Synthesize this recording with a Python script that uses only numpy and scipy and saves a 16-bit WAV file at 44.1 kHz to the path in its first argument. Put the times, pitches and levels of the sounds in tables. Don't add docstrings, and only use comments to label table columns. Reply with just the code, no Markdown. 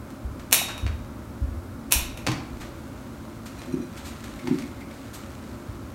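import sys
import numpy as np
from scipy import signal
from scipy.fft import rfft, irfft, next_fast_len
from scipy.io import wavfile
from scipy.ndimage import map_coordinates

SR = 44100
rng = np.random.default_rng(int(sys.argv[2]) if len(sys.argv) > 2 else 0)


def dump_mix(stems):
    frames = np.atleast_2d(stems).T
    limited = np.clip(frames, -1, 1)
    pcm = np.round(limited * 32767).astype(np.int16)
    wavfile.write(sys.argv[1], SR, pcm)


N = 261981
T = np.arange(SR) / SR


def amp(db):
    return 10 ** (np.asarray(db) / 20)


def unit(x):
    return x / np.sqrt(np.mean(x ** 2) + 1e-20)


def along(points, hz):
    point_hz, values = np.transpose(points)
    return np.interp(np.log(hz + 1), np.log(point_hz), values)


def wobble(knots_per_s):
    knots = rng.standard_normal(int(N * knots_per_s / SR) + 4)
    return map_coordinates(knots, [np.arange(N) * knots_per_s / SR])


def noise(gain):
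    size = next_fast_len(N + SR // 4)
    spectrum = rfft(rng.standard_normal(size)) * gain(np.fft.rfftfreq(size, 1 / SR))
    return unit(irfft(spectrum, size)[:N])


def colour(x, shape_db, size=2048):
    gain = unit(amp(shape_db(np.fft.rfftfreq(size, 1 / SR))))
    cepstrum = irfft(np.log(gain + 1e-6))
    cepstrum[1:size // 2] *= 2
    cepstrum[size // 2 + 1:] = 0
    return signal.fftconvolve(x, irfft(np.exp(rfft(cepstrum))))[:len(x)]


def burst(length_s, passes=6):
    envelope = (1 - np.exp(-10 * T / length_s)) * np.exp(-(T / length_s) ** 4)
    cracks = rng.standard_normal(len(T))
    for _ in range(passes):
        phase = np.angle(rfft(cracks * envelope))
        cracks = irfft(np.exp(1j * phase))
    return cracks * (T < 2 * length_s) * np.linalg.norm(envelope)


def crackle(spectrum, length_s, tilt_db_per_oct):
    return colour(burst(length_s),
                  lambda hz: along(spectrum, hz) + tilt_db_per_oct * np.log2((hz + 500) / 5000))


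def ring(modes, scatter_db=2):
    out = np.zeros(len(T))
    for hz, db, t60_s in modes:
        envelope = amp(db + scatter_db * rng.standard_normal() - 60 * T / t60_s)
        out += envelope * np.sin(2 * np.pi * (hz * T + rng.random()))
    return out


def in_room(x, wet_db):
    # frequency in Hz, T60 in seconds.
    decay = [(60, 1), (250, 0.49), (1000, 0.6), (2800, 0.51), (4500, 0.48), (7500, 0.36), (11500, 0.3),
             (13500, 0.3), (16000, 0.24)]
    # delay in seconds, gain.
    walls = [(.0058, .26), (.0075, .14), (.0160, .28), (0.0199, .14)]
    hz, frame_s, frames = signal.stft(rng.standard_normal(len(T)), SR, nperseg=256)
    fade = amp(-60 * frame_s / along(decay, hz)[:, None])
    tail = signal.istft(frames * fade, SR, nperseg=256)[1][:len(T)]
    tail *= 1 - np.exp(-T / 0.00064)
    response = amp(wet_db) * tail / np.linalg.norm(tail)
    response[0] += 1
    for delay_s, gain in walls:
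        response[round(delay_s * SR)] += gain
    return signal.fftconvolve(x, response)[:len(T)]


def add(track, start_s, x):
    start = max(round(start_s * SR), 0)
    track[start:start + len(x)] += x[:N - start]


def thuds(rows, wet_db):
    out = np.zeros(N)
    for peak_s, db, hz, half_length_s in rows:
        lead_s = np.pi * half_length_s
        envelope = np.exp(-((T - lead_s) / half_length_s) ** 2)
        push = envelope * np.cos(2 * np.pi * hz * (T - lead_s))
        add(out, peak_s - lead_s, amp(db) * in_room(push, wet_db))
    return out


def background(air_db=-41):
    # centre in Hz, width in Hz, level in dB.
    bands = [(72.5, 17, -54), (114.5, 18, -50.5), (225.2, 14, -48), (265.7, 40.5, -47), (338.4, 34, -52),
             (556.2, 7.8, -58.5), (606.7, 18, -58.5)]
    # frequency in Hz, relative density in dB.
    air = [(15, -49), (25, -19.5), (70, 0), (114, -3.5), (141, -7), (217, -6.5), (354, -10.5), (416, -15.5),
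           (545, -14.5), (677, -18), (1370, -18.5), (1890, -29.5), (2160, -28), (2760, -34.5),
           (16000, -41.5)]
    hum = sum(amp(db) * noise(lambda hz: 1 / (1 + ((hz - centre_hz) / width_hz) ** 2) ** 2)
              for centre_hz, width_hz, db in bands)
    return hum + amp(air_db) * noise(lambda hz: amp(along(air, hz)))


def leaves(grain_db=2.5, ticks_per_s=50, tick_db=-10, tick_spread_db=6):
    # frequency in Hz, relative level in dB.
    leaf = [(300, 3.5), (1200, 11.5), (2200, 9), (3200, 5), (4100, 6), (5000, 1), (7000, 2), (9000, -1),
            (10500, -10.5), (12000, -2.5), (15800, -21)]
    # time in seconds, rustle level in dB.
    effort = [(2.4, -56.5), (2.81, -56), (3.46, -57), (3.64, -50), (3.79, -56), (4.01, -52.5), (4.14, -50),
              (4.48, -51.5), (4.57, -46.5), (4.86, -59), (4.97, -52), (5.54, -53.5), (5.65, -56.5),
              (5.94, -57.5)]
    # start in seconds, level in dB, length in seconds, tilt in dB per octave.
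    flicks = [(0.103, -47.5, 0.0039, 4), (0.392, -46, 0.013, -0.5), (0.679, -36, .024, -1.5),
              (2.595, -44, 0.041, -0.5), (3.453, -45, 0.025, 2.5), (3.962, -45.5, 0.032, 2),
              (4.038, -45, 0.06, 2.5), (4.24, -38.5, 0.0055, 1), (5.127, -45, 0.041, 5)]
    effort_db = np.interp(np.arange(N) / SR, *np.transpose(effort), left=-63)
    grains = amp(grain_db * wobble(knots_per_s=400))
    rustle = unit(grains * noise(lambda hz: amp(along(leaf, hz))))
    impulses = (rng.random(N) < ticks_per_s / SR) * amp(tick_spread_db * rng.standard_normal(N))
    ticks = unit(colour(impulses, lambda hz: along(leaf, hz)))
    out = amp(effort_db) * (rustle + amp(tick_db) * ticks)
    for start_s, db, length_s, tilt_db_per_oct in flicks:
        add(out, start_s, amp(db) * in_room(crackle(leaf, length_s, tilt_db_per_oct), wet_db=1))
    return out


def footsteps(heel_half_s=0.011, toe_half_s=0.0081, toe_delay_s=0.0603, toe_db=-6):
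    # peak time in seconds, level in dB, frequency in Hz.
    steps = [(0.258, -21, 69), (0.843, -14.5, 73), (1.43, -14, 79.5), (1.968, -17.5, 55.5),
             (2.541, -28.5, 62), (5.699, -26.5, 84)]
    heels = [(peak_s, db, hz, heel_half_s) for peak_s, db, hz in steps]
    toes = [(peak_s + toe_delay_s, db + toe_db, hz, toe_half_s) for peak_s, db, hz in steps]
    return thuds(heels + toes, wet_db=-8)


def scissors(ripple_db=2.5, ripple_points=200):
    # snap time in seconds, snap level in dB, snap length in seconds,
    # relative steel ring in dB, bite level in dB, bite length in seconds.
    cuts = [(0.5268, -3, 0.00235, 2, -29, 0.0015), (1.9221, -5.1, 0.0018, -5, -36, 0.013)]
    # frequency in Hz, relative level in dB.
    stem = [(150, -22), (550, -5.5), (1100, -7), (1650, -8), (2350, 2), (2750, 2.5), (3300, -4),
            (4100, 0.5), (4900, -9.5), (5700, 1.5), (9500, 0), (11700, 4), (13000, -6), (15800, -5)]
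    # frequency in Hz, relative level in dB, T60 in seconds.
    steel = [(2250, -38, .12), (2477, -25, 0.15), (2670, -29, 0.09), (3770, -38, 0.75), (7300, -46, 0.084),
             (11500, -34, .1), (11374, -34, 0.094)]
    body_hz = np.linspace(0, SR / 2, ripple_points)
    body_db = ripple_db * rng.standard_normal(ripple_points)
    out = np.zeros(N)
    for snap_s, snap_db, snap_length_s, steel_db, bite_db, bite_length_s in cuts:
        stages = [(snap_s - 0.015, bite_db, bite_length_s, -2),
                  (snap_s - 0.0045, snap_db - 18, 0.0029, -4.5),
                  (snap_s, snap_db, snap_length_s, 0),
                  (snap_s + 0.2497, -37, 0.0069, -5.5)]
        for start_s, db, length_s, tilt_db_per_oct in stages:
            crack = crackle(stem, length_s, tilt_db_per_oct)
            crack = colour(crack, lambda hz: np.interp(hz, body_hz, body_db))
            add(out, start_s, amp(db) * in_room(crack + amp(steel_db) * ring(steel), wet_db=1))
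    return out


def pock():
    # peak time in seconds, level in dB, frequency in Hz, half length in seconds.
    pocks = [(0.6172, -23.5, 730, 0.0019)]
    return thuds(pocks, wet_db=-6.5)


def taps(contact_s=0.0055, table_attack_s=0.0015):
    # start in seconds, level in dB, low-pass corner in Hz, relative table ring in dB.
    hits = [(0.8635, -31.5, 2880, -28), (0.876, -35.5, 2500, -28), (2.2654, -23.5, 5100, -2),
            (2.2708, -20.5, 3500, 8), (2.2847, -29, 1680, 18.5), (2.3157, -28.5, 4300, 9),
            (3.616, -37, 3200, -4), (4.4711, -32, 3230, -20), (4.585, -38, 6100, -24)]
    # frequency in Hz, relative level in dB.
    spectrum = [(100, -11), (500, 6), (950, 5), (1500, 2), (2300, 5), (3400, 0.5), (4600, 1), (5700, 4.5),
                (15000, 0.5)]
    # frequency in Hz, relative level in dB, T60 in seconds.
    clack = [(893, -16.5, 0.033), (2820, -21, .03), (4490, -10.5, 0.026)]
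    table_top = [(127, -14, 0.11), (171, -10.5, 0.06), (275, -16, 0.041), (312, -15, 0.16), (433, -22, 0.1),
                 (854, -16.5, 0.04), (1020, -14, 0.028)]
    out = np.zeros(N)
    for start_s, db, corner_hz, table_db in hits:
        contact = burst(contact_s) + ring(clack)
        click = colour(contact, lambda hz: along(spectrum, hz) - 10 * np.log10(1 + (hz / corner_hz) ** 4))
        body = amp(table_db) * ring(table_top) * (1 - np.exp(-T / table_attack_s))
        add(out, start_s, amp(db) * in_room(click + body, wet_db=-2.5))
    return out


def glass_pings(attack_s=0.00084):
    # start in seconds, level in dB.
    pings = [(3.587, -46.5), (3.724, -47), (3.816, -51)]
    # frequency in Hz, relative level in dB, T60 in seconds.
    glass = [(2470, 2, .06), (4030, -2.5, 0.17), (5820, -2, 0.065), (6500, -5, .05), (9000, -1, 0.065),
             (11400, -8, .04)]
    out = np.zeros(N)
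    for start_s, db in pings:
        ping = ring(glass, scatter_db=0.5) * (1 - np.exp(-T / attack_s))
        add(out, start_s, amp(db) * in_room(ping, wet_db=-1))
    return out


def vase_bumps(rock_s=0.030, rock_loss_db=7.5, edge_db_per_oct=9, edge_pivot_hz=255.5):
    # landing time in seconds, level in dB, relative tipping level in dB.
    bumps = [(3.743, -18.5, -18), (4.514, -14.5, -8.5)]
    # frequency in Hz, relative level in dB, half length in seconds.
    modes = [(163.5, -9, 0.011), (255.5, -1.5, 0.0083), (346, -8, 0.0078)]
    drag_lead_s, drag_db, drag_half_s = 0.058, -15, 0.019
    contacts = []
    for land_s, db, tip_db in bumps:
        tipping = [(land_s - rock_s, db + tip_db)]
        rocking = [(land_s + k * rock_s, db - k * rock_loss_db) for k in (1, 2)]
        for hz, mode_db, half_s in modes:
            edge_db = mode_db + edge_db_per_oct * np.log2(hz / edge_pivot_hz)
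            contacts.append((land_s - drag_lead_s, db + drag_db + edge_db, hz, drag_half_s))
            contacts.append((land_s, db + mode_db, hz, half_s))
            contacts += [(at_s, hit_db + edge_db, hz, half_s) for at_s, hit_db in tipping + rocking]
    return thuds(contacts, wet_db=-6)


def stem_slips():
    # start in seconds, level in dB, length in seconds.
    slips = [(4.385, -46.5, 0.023), (4.475, -34.5, 0.0043), (4.62, -37.5, 0.0046), (4.80, -47.5, .03),
             (4.91, -47, 0.0096)]
    # frequency in Hz, relative level in dB.
    neck = [(500, -18), (1700, -19), (2150, 1), (2700, -16), (4000, -20), (9000, -24.5), (15000, -31)]
    out = np.zeros(N)
    for start_s, db, length_s in slips:
        scrape = colour(burst(length_s), lambda hz: along(neck, hz))
        add(out, start_s, amp(db) * in_room(scrape, wet_db=-3))
    return out


def scene():
    knocks = footsteps() + vase_bumps() + pock()
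    handling = scissors() + taps() + glass_pings() + stem_slips() + leaves()
    return (knocks + handling + background())[None]


def record(dry, top_hz=16000):
    size = next_fast_len(N + SR // 4)
    passband = 1 / (1 + (np.fft.rfftfreq(size, 1 / SR) / top_hz) ** 200)
    return irfft(rfft(np.clip(dry, -1, 1), size) * passband, size)[:, :N]


dry = scene()
out = record(dry)
dump_mix(out)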